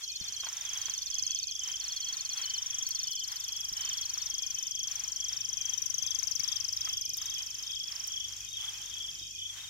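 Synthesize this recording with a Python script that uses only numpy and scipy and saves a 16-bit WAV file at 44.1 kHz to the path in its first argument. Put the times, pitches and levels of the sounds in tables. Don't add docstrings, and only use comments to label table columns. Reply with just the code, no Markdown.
import sys
import numpy as np
from scipy import signal
from scipy.fft import rfft, irfft
from scipy.io import wavfile
from scipy.ndimage import uniform_filter1d

SR = 44100
rng = np.random.default_rng(int(sys.argv[2]) if len(sys.argv) > 2 else 0)


def store_pcm(level_fs):
    pcm = np.round(np.clip(level_fs, -1, 1) * 32767).astype(np.int16)
    wavfile.write(sys.argv[1], SR, np.atleast_2d(pcm).T)


N = 427329

# (time [s], left level [dB], right level [dB],
# left late-minus-early stress [dB], right late-minus-early stress [dB])
NEAR_PATH = [(0.05, -36.5, -34, -4, -12), (.65, -36.5, -30.5, 0, -11.5), (.9, -35, -32, 2, -20),
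             (1.15, -38, -26.5, 22, -11), (1.55, -37.5, -31.5, 15, -14.5), (1.899, -33.5, -30.5, 10, -9.5),
             (2.5, -29.5, -30.5, -8, -5), (2.95, -27, -29, 0, -11), (3.4, -30.5, -34.5, -5.5, 15),
             (3.85, -29.5, -28, -5, -4), (4.4, -26.5, -34.5, -7.5, 10), (4.8, -28, -32.5, -8, 10),
             (5.4, -26.5, -31, -1, -3.5), (5.8, -23.5, -39, -6.5, -9), (6.1, -23, -38, -8, 8),
             (6.4, -21.5, -48, -4.5, 13), (6.8, -27, -30.5, 4.5, 12), (7.3, -31, -36.5, -14, 10.5),
             (7.75, -33.5, -41, -6.5, 21), (8.05, -35, -29.5, -9, 0), (8.4, -40, -42, -14, 3.5),
             (9, -38, -41.5, -11, 10), (9.4, -43, -39.5, -10, 5), (9.69, -48, -53, -15, -4)]
# (time [s], delay [ms], level relative to direct sound [dB])
GROUND_BOUNCE = [(0, 4.5, -20), (1, 3.2, -14.5), (2.5, 2.3, -14), (3.5, 2.3, -10), (4.5, 3.6, -10),
                 (6, 1.2, -32), (7, 2.9, -7.5), (9.7, 1.5, -17)]
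# (time [s], delay [ms], level relative to direct sound [dB])
TRUCK_ECHO = [(0, 11, -14), (2.5, 12.5, -15), (5, 14.5, -17), (7, 16, -14), (8.5, 19, -11), (9.7, 20, -13)]
# (stroke number [count], start [s])
NEAR_BEAT = [(0, .0345), (24, 1.0183), (48, 2.0022), (72, 2.988), (96, 3.9697), (120, 4.953), (144, 5.9388),
             (156, 6.4335), (168, 6.9265), (192, 7.9113), (216, 8.8968), (229, 9.43), (233, 9.573),
             (235, 9.654)]
FALTER_STROKES = (229, 233)
BEAT_JITTER_S = .0005
FALL, FALTER_FALL = 0.24, 0.115
PATCH_DB, PATCH_RATE_HZ = 4, 7
# (time [s], level [dB])
SECOND_HARMONIC = [(0, -61), (.6, -48.5), (2.25, -53), (3.45, -41.5), (4.3, -45.5), (5.45, -48), (5.9, -40),
                   (6.4, -40), (6.65, -43.5), (7.1, -38.5), (7.5, -46), (8.05, -54), (8.5, -49.5),
                   (9.45, -57), (9.69, -75)]
# (time [s], left lag behind right [ticks])
NEAR_BEARING = [(0, 176), (1.45, 275), (1.65, 412), (3.5, 427), (5.75, 378), (6.45, 603), (9.7, 538)]
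NEAR_TICKS_PER_S, TRILL_TICKS_PER_S, CHIRP_TICKS_PER_S = 999500.0, 1040000.0, 936000.0

# (start [s], span from first to last stroke start [s])
TRILL_BURSTS = [(-.296, 0.75), (0.805, .674), (1.805, .745), (2.849, 0.69), (3.821, .735), (4.779, 0.47)]
# (time [s], level [dB], left minus right [dB],
# left lag behind right [ticks])
TRILL_PASSING = [(0, -33.5, 3, 335), (.45, -38, 1, 390), (1.1, -37.5, -1, 420), (1.9, -35.5, 0, 436),
                 (2.55, -36, 5, 430), (3.1, -37, 7, 440), (3.55, -46, 6, 400), (3.8, -40, 5, 280),
                 (4.2, -42, 4, 290), (4.35, -49, 8, 290), (5.2, -52, 5, 210)]
TRILL_GAP_S, TRILL_HURRY_S = .061, .015
TRILL_SETTLE_STROKES, TRILL_SOFT_DB = 4.4, -2

# (start [s], span from first to last stroke start [s],
# middle pitch [Hz], level [dB], left minus right [dB], left lag behind right [ticks])
FIELD_CHIRPS = [(-.02, 0.03, 3270, -42.5, 2, -64), (0.094, 0.03, 2490, -49, 1, 10),
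                (0.128, 0.12, 3570, -45.5, 12, -30), (0.361, 0.091, 3240, -38.5, 2, -50),
                (0.524, 0.12, 3580, -42.5, 7, -20), (0.664, 0.084, 3316, -35, 0, 52),
                (.79, .094, 3280, -38, 2, -46), (0.935, 0.12, 3570, -43, 7, -20),
                (1.115, 0.078, 3350, -40, 6, 7), (1.262, 0.089, 3325, -36, 6, -62),
                (1.361, 0.069, 3640, -46, 10, -60), (1.426, 0.052, 2520, -50, 0, -30),
                (1.48, 0.099, 3370, -39, 5, 44), (1.609, .122, 3150, -33, 3, 47),
                (1.752, 0.072, 3530, -47, 8, 0), (1.887, .071, 3370, -38.5, 4, 22),
                (1.996, 0.093, 3290, -35.5, 1, -60), (2.107, 0.1, 3600, -44.5, 6, -87),
                (2.289, 0.066, 3350, -39, 4, 27), (2.388, 0.026, 3260, -37, 3, -50),
                (2.433, 0.14, 3120, -31.5, 0, 35), (2.553, 0.13, 3580, -47, 3, -30),
                (2.688, .114, 3320, -39.5, 9, 39), (2.937, 0.097, 3570, -41.5, 2, -65),
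                (3.063, 0.15, 3123, -35, -1, 0), (3.084, .113, 3360, -39, 7, 5),
                (3.375, 0.053, 3560, -41, 1, -70), (3.475, 0.15, 3310, -37.5, 5, 65),
                (3.758, 0.15, 3120, -33.5, -3, -63), (3.799, 0.094, 3580, -43, 2, -50),
                (3.903, .113, 3340, -37, 7, 70), (4.162, 0.1, 3600, -45, -1, 0),
                (4.304, 0.12, 3313, -37, 7, 95), (4.55, .092, 2560, -53, 2, -100),
                (4.561, 0.081, 3127, -37.5, 1, -65), (4.614, 0.032, 3560, -43, -2, 0),
                (4.704, 0.13, 3306, -36, 3, 94), (5.151, .142, 3275, -36.5, 4.5, 85),
                (5.283, .098, 3640, -44.5, 6, 0), (5.385, 0.034, 2500, -48, -3, -155),
                (5.4, .03, 3190, -40, -4, -133), (5.569, 0.15, 3260, -36, 5.5, 88),
                (5.724, 0.044, 3680, -44, 0, -62), (5.981, 0.16, 3340, -35.5, 2, 95),
                (6.065, 0.029, 3720, -44, 1, -60), (6.408, .141, 3360, -36, 0, 120),
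                (6.453, 0.096, 3670, -43, -1, 50), (6.768, 0.039, 3690, -47, 9, -60),
                (6.822, .14, 3340, -34, 1.5, 140), (6.9, .03, 3080, -42, 4.5, 131),
                (6.997, 0.14, 2460, -53, 2, 60), (7.164, 0.12, 3710, -44, 4, -30),
                (7.272, 0.12, 3350, -34, 1.5, -147), (7.365, .034, 2500, -50.5, -7, -50),
                (7.364, .03, 3080, -40.5, 6, 135), (7.632, .099, 3670, -44, 12, -110),
                (7.657, .14, 3323, -33, 5.5, 137), (7.827, 0.053, 3340, -42.5, 8, -35),
                (8.097, 0.14, 3327, -34, 8, 112), (8.131, 0.095, 3000, -46, -3, 110),
                (8.404, 0.042, 2500, -49, -2, 0), (8.473, .07, 3704, -40.5, -1, 20),
                (8.528, .143, 3360, -32.5, 3, 104), (8.578, .031, 3070, -40, -4, 118),
                (8.827, .099, 3640, -48, 9, 0), (8.927, 0.15, 3320, -34, 3, 77),
                (9.18, 0.066, 3700, -46, 8, 66), (9.328, 0.037, 2494, -52, -4, 7),
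                (9.387, 0.035, 3080, -40.5, 1, 96), (9.346, 0.14, 3370, -34.5, 1, 99),
                (9.56, 0.11, 3670, -41.5, 6, 86)]
# (middle pitch [Hz], fall in a stroke [share])
PITCH_FALL = [(2500, 0.033), (3100, 0.037), (3200, 0.04), (3330, 0.13), (3450, 0.066), (3600, 0.032)]
CHIRP_GAP_S = .035
CHIRP_SLOWING, CHIRP_SOFT_DB, CHIRP_FLAT = .1, -5.5, 0.025
# (start pitch [Hz], pitch spread [share], pitch fall [share], stroke length [s],
# density per ear [strokes/s], typical stroke level [dB])
CHORUS_VOICES = [(2559, 0.0307, 0.034, 0.055, 16, -56), (3703, 0.022, 0.031, 0.023, 33, -56.5),
                 (3370, 0.031, 0.1043, 0.02676, 130, -49), (4430, 0.0248, 0.084, 0.0317, 44, -61),
                 (6400, 0.0327, 0.272, 0.0174, 390, -54), (6950, 0.0275, 0.08, 0.021, 76, -59),
                 (7334, 0.0482, 0.17, 0.01337, 200, -52.5)]

# (time [s], relative level [dB], fade, negative swells [dB/s],
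# time until the foot lifts [s])
GRASS_STEPS = [(0, -59, 98, 0.014), (0.247, -61, 26, .15), (0.477, -57, 13, .15), (0.64, -58, 63, .07),
               (0.751, -54, 58, .12), (0.9, -56.5, 150, .06), (0.972, -66, 5, 0.34), (1.69, -54, 150, 0.15),
               (1.84, -58.5, 35, 0.26), (2.13, -57, 50.5, 0.22), (2.392, -52.5, 86, 0.076),
               (2.502, -60, 7.5, 0.58), (3.322, -56.5, 104, .05), (3.4, -63.5, 9, .35),
               (3.79, -55.5, 33, .2), (3.998, -62, -7, .29), (4.385, -66, -4, .15), (4.59, -64, 30, 0.1),
               (4.904, -58.5, 10, 0.12), (5.043, -62, 31, 0.26), (5.328, -57.5, 74, .12),
               (5.498, -64, 18, .13), (5.677, -59.5, 45, 0.29), (5.82, -67, -13, 0.49),
               (6.447, -57, 27, 0.24), (6.758, -64, 2, .1), (6.884, -58, 115, 0.15),
               (7.237, -58.5, 58, 0.16), (7.407, -60.5, 68, .14), (7.606, -61.5, 50, .13),
               (7.926, -58, 38, 0.28), (8.29, -64.5, 9, 0.14), (8.646, -56, 105, .05),
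               (8.72, -60.5, 18, 0.47), (9.57, -57.5, 65, 0.11)]
# (frequency [Hz], relative density [dB per Hz])
GRASS_SPECTRUM = [(300, -13), (450, -15), (850, 2), (1300, 4), (2300, 7), (3000, 6.5), (3900, 5.5),
                  (4800, 2), (6000, -9.5)]
# (frequency [Hz], relative density [dB per Hz])
BLADE_SPECTRUM = [(4000, -23), (6000, 10), (9000, -2.5), (12500, -3), (16000, -19)]
TIPS_DB, TIPS_FOLLOW = -54.5, 0.23
STEP_RISE_DB_S, LIFT_DB_S, STILL_DB = 155, 159, -80
# (time [s], peak before pan [dB], left minus right [dB])
STALK_SNAPS = [(2.8893, -29, 16), (3.108, -31, 11), (3.1318, -31, 16), (4.0138, -37, 7), (4.0951, -50, 3.0),
               (6.3975, -32, 16), (7.1706, -22, 12), (8.0726, -28, 12)]
# (time [s], level of the main ring before pan [dB], ring [Hz], t60 [s],
# left minus right [dB])
DULL_KNOCKS = [(0.209, -51.5, 75.5, 0.1, 24), (0.209, -65, 330, 0.094, 12), (0.296, -63.5, 148, 0.1, 15),
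               (0.434, -45, 1080, 0.079, 4), (0.467, -45.5, 910, 0.095, 4), (0.884, -37.5, 1118, 0.022, -1),
               (3.718, -52.5, 61.9, 0.087, 9.5), (3.897, -48, 1770, 0.047, 4.5),
               (4.172, -49.5, 1250, 0.057, 7), (6.226, -42, 2210, 0.035, 0.5), (6.397, -45, 2240, 0.073, 6),
               (6.397, -51.5, 96.9, 0.094, 4), (6.874, -46.5, 1290, 0.05, 6),
               (7.216, -51.5, 1220, 0.039, 6), (9.209, -57, 146, 0.089, 2.5)]

# (frequency [Hz], rms [dB])
GENERATOR_LINES = [(48.4, -73.5), (96.9, -71), (145.3, -78.5), (285.3, -88)]
# (time [s], hum gain [dB])
HUM_APPROACH = [(0, -4.5), (2, -1.5), (3.5, 0.5), (6.5, 4), (8, 1), (9.7, 2)]
# (frequency [Hz], relative density [dB per Hz])
EXHAUST_SPECTRUM = [(80, -44), (140, 1), (200, -9.5), (320, -7.5), (450, -13), (900, -33)]
# (time [s], rms [dB])
EXHAUST_LEVEL = [(0.0, -79), (1.38, -80), (2.1, -75), (2.99, -75.5), (3.64, -73.5), (6.23, -72.5),
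                 (6.37, -70.5), (8.23, -73), (8.42, -76), (9.07, -68), (9.69, -79)]
# (frequency [Hz], relative density [dB per Hz])
NIGHT_SPECTRUM = [(20, -41), (45, -0.5), (100, -2), (160, -16.5), (230, -23.5), (450, -21.5), (1000, -30.5),
                  (1900, -20), (2500, -9.5), (3300, -7.5), (3900, -21.5), (4700, -6.5), (6000, -2),
                  (8300, -36), (12500, -17), (16000, -46)]
NIGHT_DB = -54
TOP_HZ = 15900


def undb(db):
    return 10 ** (np.asarray(db, float) / 20)


def colour(x, points):
    hz, db = np.transpose(points)
    f = np.arange(N // 2 + 1) * SR / N
    gain = undb(np.interp(np.log(f + 1), np.log(hz), db))
    y = irfft(rfft(x) * gain, N)
    return y / np.sqrt(np.mean(y ** 2))


def pair(alike):
    shared = np.clip(alike, 0, 1)
    return np.sqrt(shared) * rng.standard_normal(N) + np.sqrt(1 - shared) * rng.standard_normal((2, N))


def walk(rate):
    hold = int(SR / rate)
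    steps = np.repeat(rng.standard_normal(N // hold + 1), hold)
    return uniform_filter1d(uniform_filter1d(steps, hold), hold)[:N]


def add(out, s, sound):
    i = max(int(s * SR), 0)
    n = min(sound.shape[1], N - i)
    out[:, i:i + n] += sound[:, :n]


def sides(pan_db):
    return undb([[pan_db / 2], [-pan_db / 2]])


def stroke(hz, fall, length, bend, lag, turn):
    delay = np.array([[max(lag, 0)], [max(-lag, 0)]])
    t = np.arange(int((length + .001) * SR)) / SR - delay
    u = np.clip(t / length, 0, 1)
    cycles = hz * length * (u - fall * u ** (bend + 1) / (bend + 1))
    return u, 2 * np.pi * (cycles + turn)


def near_cricket():
    out, path = np.zeros((2, N)), np.transpose(NEAR_PATH)
    number = np.arange(NEAR_BEAT[-1][0] + 1)
    chance = rng.standard_normal((len(number), 6))
    starts = np.interp(number, *np.transpose(NEAR_BEAT)) + BEAT_JITTER_S * chance[:, 5]
    dents = PATCH_DB * np.array([walk(PATCH_RATE_HZ) for _ in range(6)]).reshape(2, 3, N)
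    dents -= 20 * np.log10(np.mean(undb(dents), axis=1, keepdims=True))
    for k, s, c in zip(number, starts, chance):
        level, stress = np.reshape([np.interp(s, path[0], v) for v in path[1:]], (2, 2, 1))
        db = level + stress * [-.5, 0, .5] + dents[:, :, int(s * SR)]
        fall = FALTER_FALL if FALTER_STROKES[0] <= k < FALTER_STROKES[1] else FALL
        lag = np.interp(s, *np.transpose(NEAR_BEARING)) / NEAR_TICKS_PER_S
        u, phase = stroke(6350 * (1 + 0.0049 * c[0]), fall, 0.015, 1.55, lag, c[1])
        edge = np.clip(u / 0.2, 0, 1) * np.clip((1 - u) / 0.045, 0, 1)
        shape = np.array([np.interp(u[ear], [.2, .5, .8], db[ear]) for ear in range(2)])
        tone = edge * undb(shape + 0.21 * c[2:4, None]) * np.sin(phase)
        overtone_gain = undb(np.interp(s, *np.transpose(SECOND_HARMONIC))) * sides(8.8)
        overtone = edge * (1 - u) ** 1.42 * overtone_gain * np.sin(2 * phase)
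        add(out, s, tone + overtone)
        for when, ms, echo_db in map(np.transpose, (GROUND_BOUNCE, TRUCK_ECHO)):
            back = tone[::-1] * undb(np.interp(s, when, echo_db) + 0.7 * c[4])
            add(out, s + np.interp(s, when, ms) / 1e3, back)
    return out


def trilling_cricket():
    out, path, k = np.zeros((2, N)), np.transpose(TRILL_PASSING), np.arange(20)
    settle = np.exp(-k / TRILL_SETTLE_STROKES)
    after = np.append(0, np.cumsum(TRILL_GAP_S - TRILL_HURRY_S * settle))
    chances = rng.standard_normal((len(TRILL_BURSTS), 20, 4))
    for (start, length), chance in zip(TRILL_BURSTS, chances):
        last = np.argmin(abs(after - length))
        starts = start + after[:last + 1] * length / after[last]
        for s, early, c in zip(starts, settle, chance):
            db, pan_db, lag = (np.interp(s, path[0], v) for v in path[1:])
            u, phase = stroke(4480 * (1 + 0.0022 * c[0]), 0.12, 0.029, 2.53, lag / TRILL_TICKS_PER_S, c[1])
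            level = undb(db + TRILL_SOFT_DB * early ** 2 + 1.6 * c[2])
            gain = (s > 0) * level * sides(pan_db + 1.2 * c[3])
            tone = np.sin(phase) + undb(-19.5) * np.sin(3 * phase)
            add(out, s, np.sin(np.pi * u) ** 1.3 * gain * tone)
    return out


def field_crickets():
    out = np.zeros((2, N))
    chances = rng.standard_normal((len(FIELD_CHIRPS), 6, 4))
    for (start, length, hz, db, pan_db, lag), chance in zip(FIELD_CHIRPS, chances):
        k = np.arange(max(round(length / CHIRP_GAP_S), 1) + 1)
        after = k + CHIRP_SLOWING * k ** 2 / 2
        starts = start + length * after / after[-1]
        earliness = np.exp(-k) * k[-1] / 4
        fall = np.interp(hz, *np.transpose(PITCH_FALL))
        for s, early, c in zip(starts, earliness, chance):
            pitch = hz * (1 + 0.264 * fall - CHIRP_FLAT * early + 0.0029 * c[0])
            u, phase = stroke(pitch, fall, 0.02875, 2.105, lag / CHIRP_TICKS_PER_S, c[1])
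            level = undb(db + CHIRP_SOFT_DB * early + 0.85 * c[2])
            gain = (s > 0) * level * sides(pan_db + 1.7 * c[3])
            add(out, s, np.sin(np.pi * u) ** 1.27 * gain * np.sin(phase))
    return out


def chorus():
    out = np.zeros((2, N))
    for hz, spread, fall, length, rate, db in CHORUS_VOICES:
        u, phase = stroke(hz, fall, length, 1.422, 0., 0.)
        for pitch in 1 + spread * np.linspace(-1, 1, 3):
            happens = rng.random((2, N)) < rate / 3 / SR
            starts = happens * undb(db + 2.45 * rng.standard_normal((2, N)))
            tone = np.sin(np.pi * u) * np.sin(pitch * phase)
            out += signal.oaconvolve(starts, tone, axes=1)[:, :N]
    return out


def trees(dry, t60, wet_db):
    t = np.arange(SR // 2) / SR
    decay = np.exp(-np.log(1000) * t / t60) * np.clip(t / 0.0012, 0, 1)
    tail = rng.standard_normal((2, len(t))) * decay
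    tail *= undb(wet_db) / np.sqrt(np.sum(tail ** 2, axis=1, keepdims=True))
    return dry + signal.oaconvolve(dry, tail, axes=1)[:, :N]


def feet():
    t, power = np.arange(0, N, 64) / SR, undb(STILL_DB) ** 2
    for s, db, fade_db, lasts in GRASS_STEPS:
        early, late = np.maximum(s - t, 0), np.maximum(t - s, 0)
        lifted = np.maximum(late - lasts, 0)
        step_db = db - STEP_RISE_DB_S * early - fade_db * late - LIFT_DB_S * lifted
        power = power + undb(step_db) ** 2
    gain = np.interp(np.arange(N) / SR, t, np.sqrt(power))
    grains = undb(2.5 * np.minimum(rng.exponential(size=N), 6))
    low = colour(pair(0.61) * grains, GRASS_SPECTRUM) * undb(7.0) * gain
    tips_gain = undb(TIPS_DB) * (gain / undb(-63.5)) ** TIPS_FOLLOW
    high = colour(pair(0.049) * grains, BLADE_SPECTRUM) * tips_gain * sides(2.76)
    return sides(4.05) * (low + high)


def snaps_and_knocks():
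    out, t = np.zeros((2, N)), np.arange(SR // 8) / SR
    for s, db, pan_db in STALK_SNAPS:
        burst = np.clip(t / .0003, 0, 1) * (np.exp(-t / .0015) + .1 * np.exp(-t / .005))
        noise = rng.standard_normal((2, len(t) + 1)) * 0.11 + rng.standard_normal(len(t) + 1)
        crack = np.diff(noise) * burst
        add(out, s, crack / np.abs(crack).max() * undb(db) * sides(pan_db))
    for s, db, hz, t60, pan_db in DULL_KNOCKS:
        fade = np.exp(-np.log(1000) * t / t60)
        ring = np.sin(2 * np.pi * hz * t) + 0.32 * np.sin(2 * np.pi * 2.6 * hz * t)
        band = signal.butter(2, [hz / 1.4, hz * 2.2], "bandpass", fs=SR)
        grit = signal.lfilter(*band, rng.standard_normal(len(t)))
        scrape = 1.27 * fade ** 0.83 * grit / grit.std()
        add(out, s, fade * (ring + scrape) * undb(db) * sides(pan_db))
    return out


def generator():
    t = np.arange(N) / SR
    turns = np.cumsum(1 + 0.0248 * walk(6)) / SR
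    lines = 0
    for hz, db in GENERATOR_LINES:
        lines = lines + np.sqrt(2) * undb(db + 3.2 * walk(12)) * np.sin(2 * np.pi * hz * turns)
    hum = lines * undb(np.interp(t, *np.transpose(HUM_APPROACH)))
    puffs = 1 + .5 * np.cos(2 * np.pi * GENERATOR_LINES[0][0] * turns)
    exhaust_gain = undb(np.interp(t, *np.transpose(EXHAUST_LEVEL)))
    exhaust = colour(pair(0.68) * puffs, EXHAUST_SPECTRUM) * exhaust_gain
    return (hum + exhaust) * sides(1.3)


def night_air():
    return colour(pair(0.59), NIGHT_SPECTRUM) * undb(NIGHT_DB + 2.9 * walk(1.62)) * sides(1.9)


def scene():
    field = trees(field_crickets(), t60=.2, wet_db=-9)
    close = trees(near_cricket() + trilling_cricket(), t60=0.04, wet_db=-11)
    songs = close + field + chorus()
    return songs + feet() + snaps_and_knocks() + generator() + night_air()


def record(dry):
    low_pass = signal.ellip(10, .2, 80, TOP_HZ, fs=SR, output="sos")
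    return signal.sosfilt(low_pass, dry)


dry = scene()
out = record(dry)
store_pcm(out)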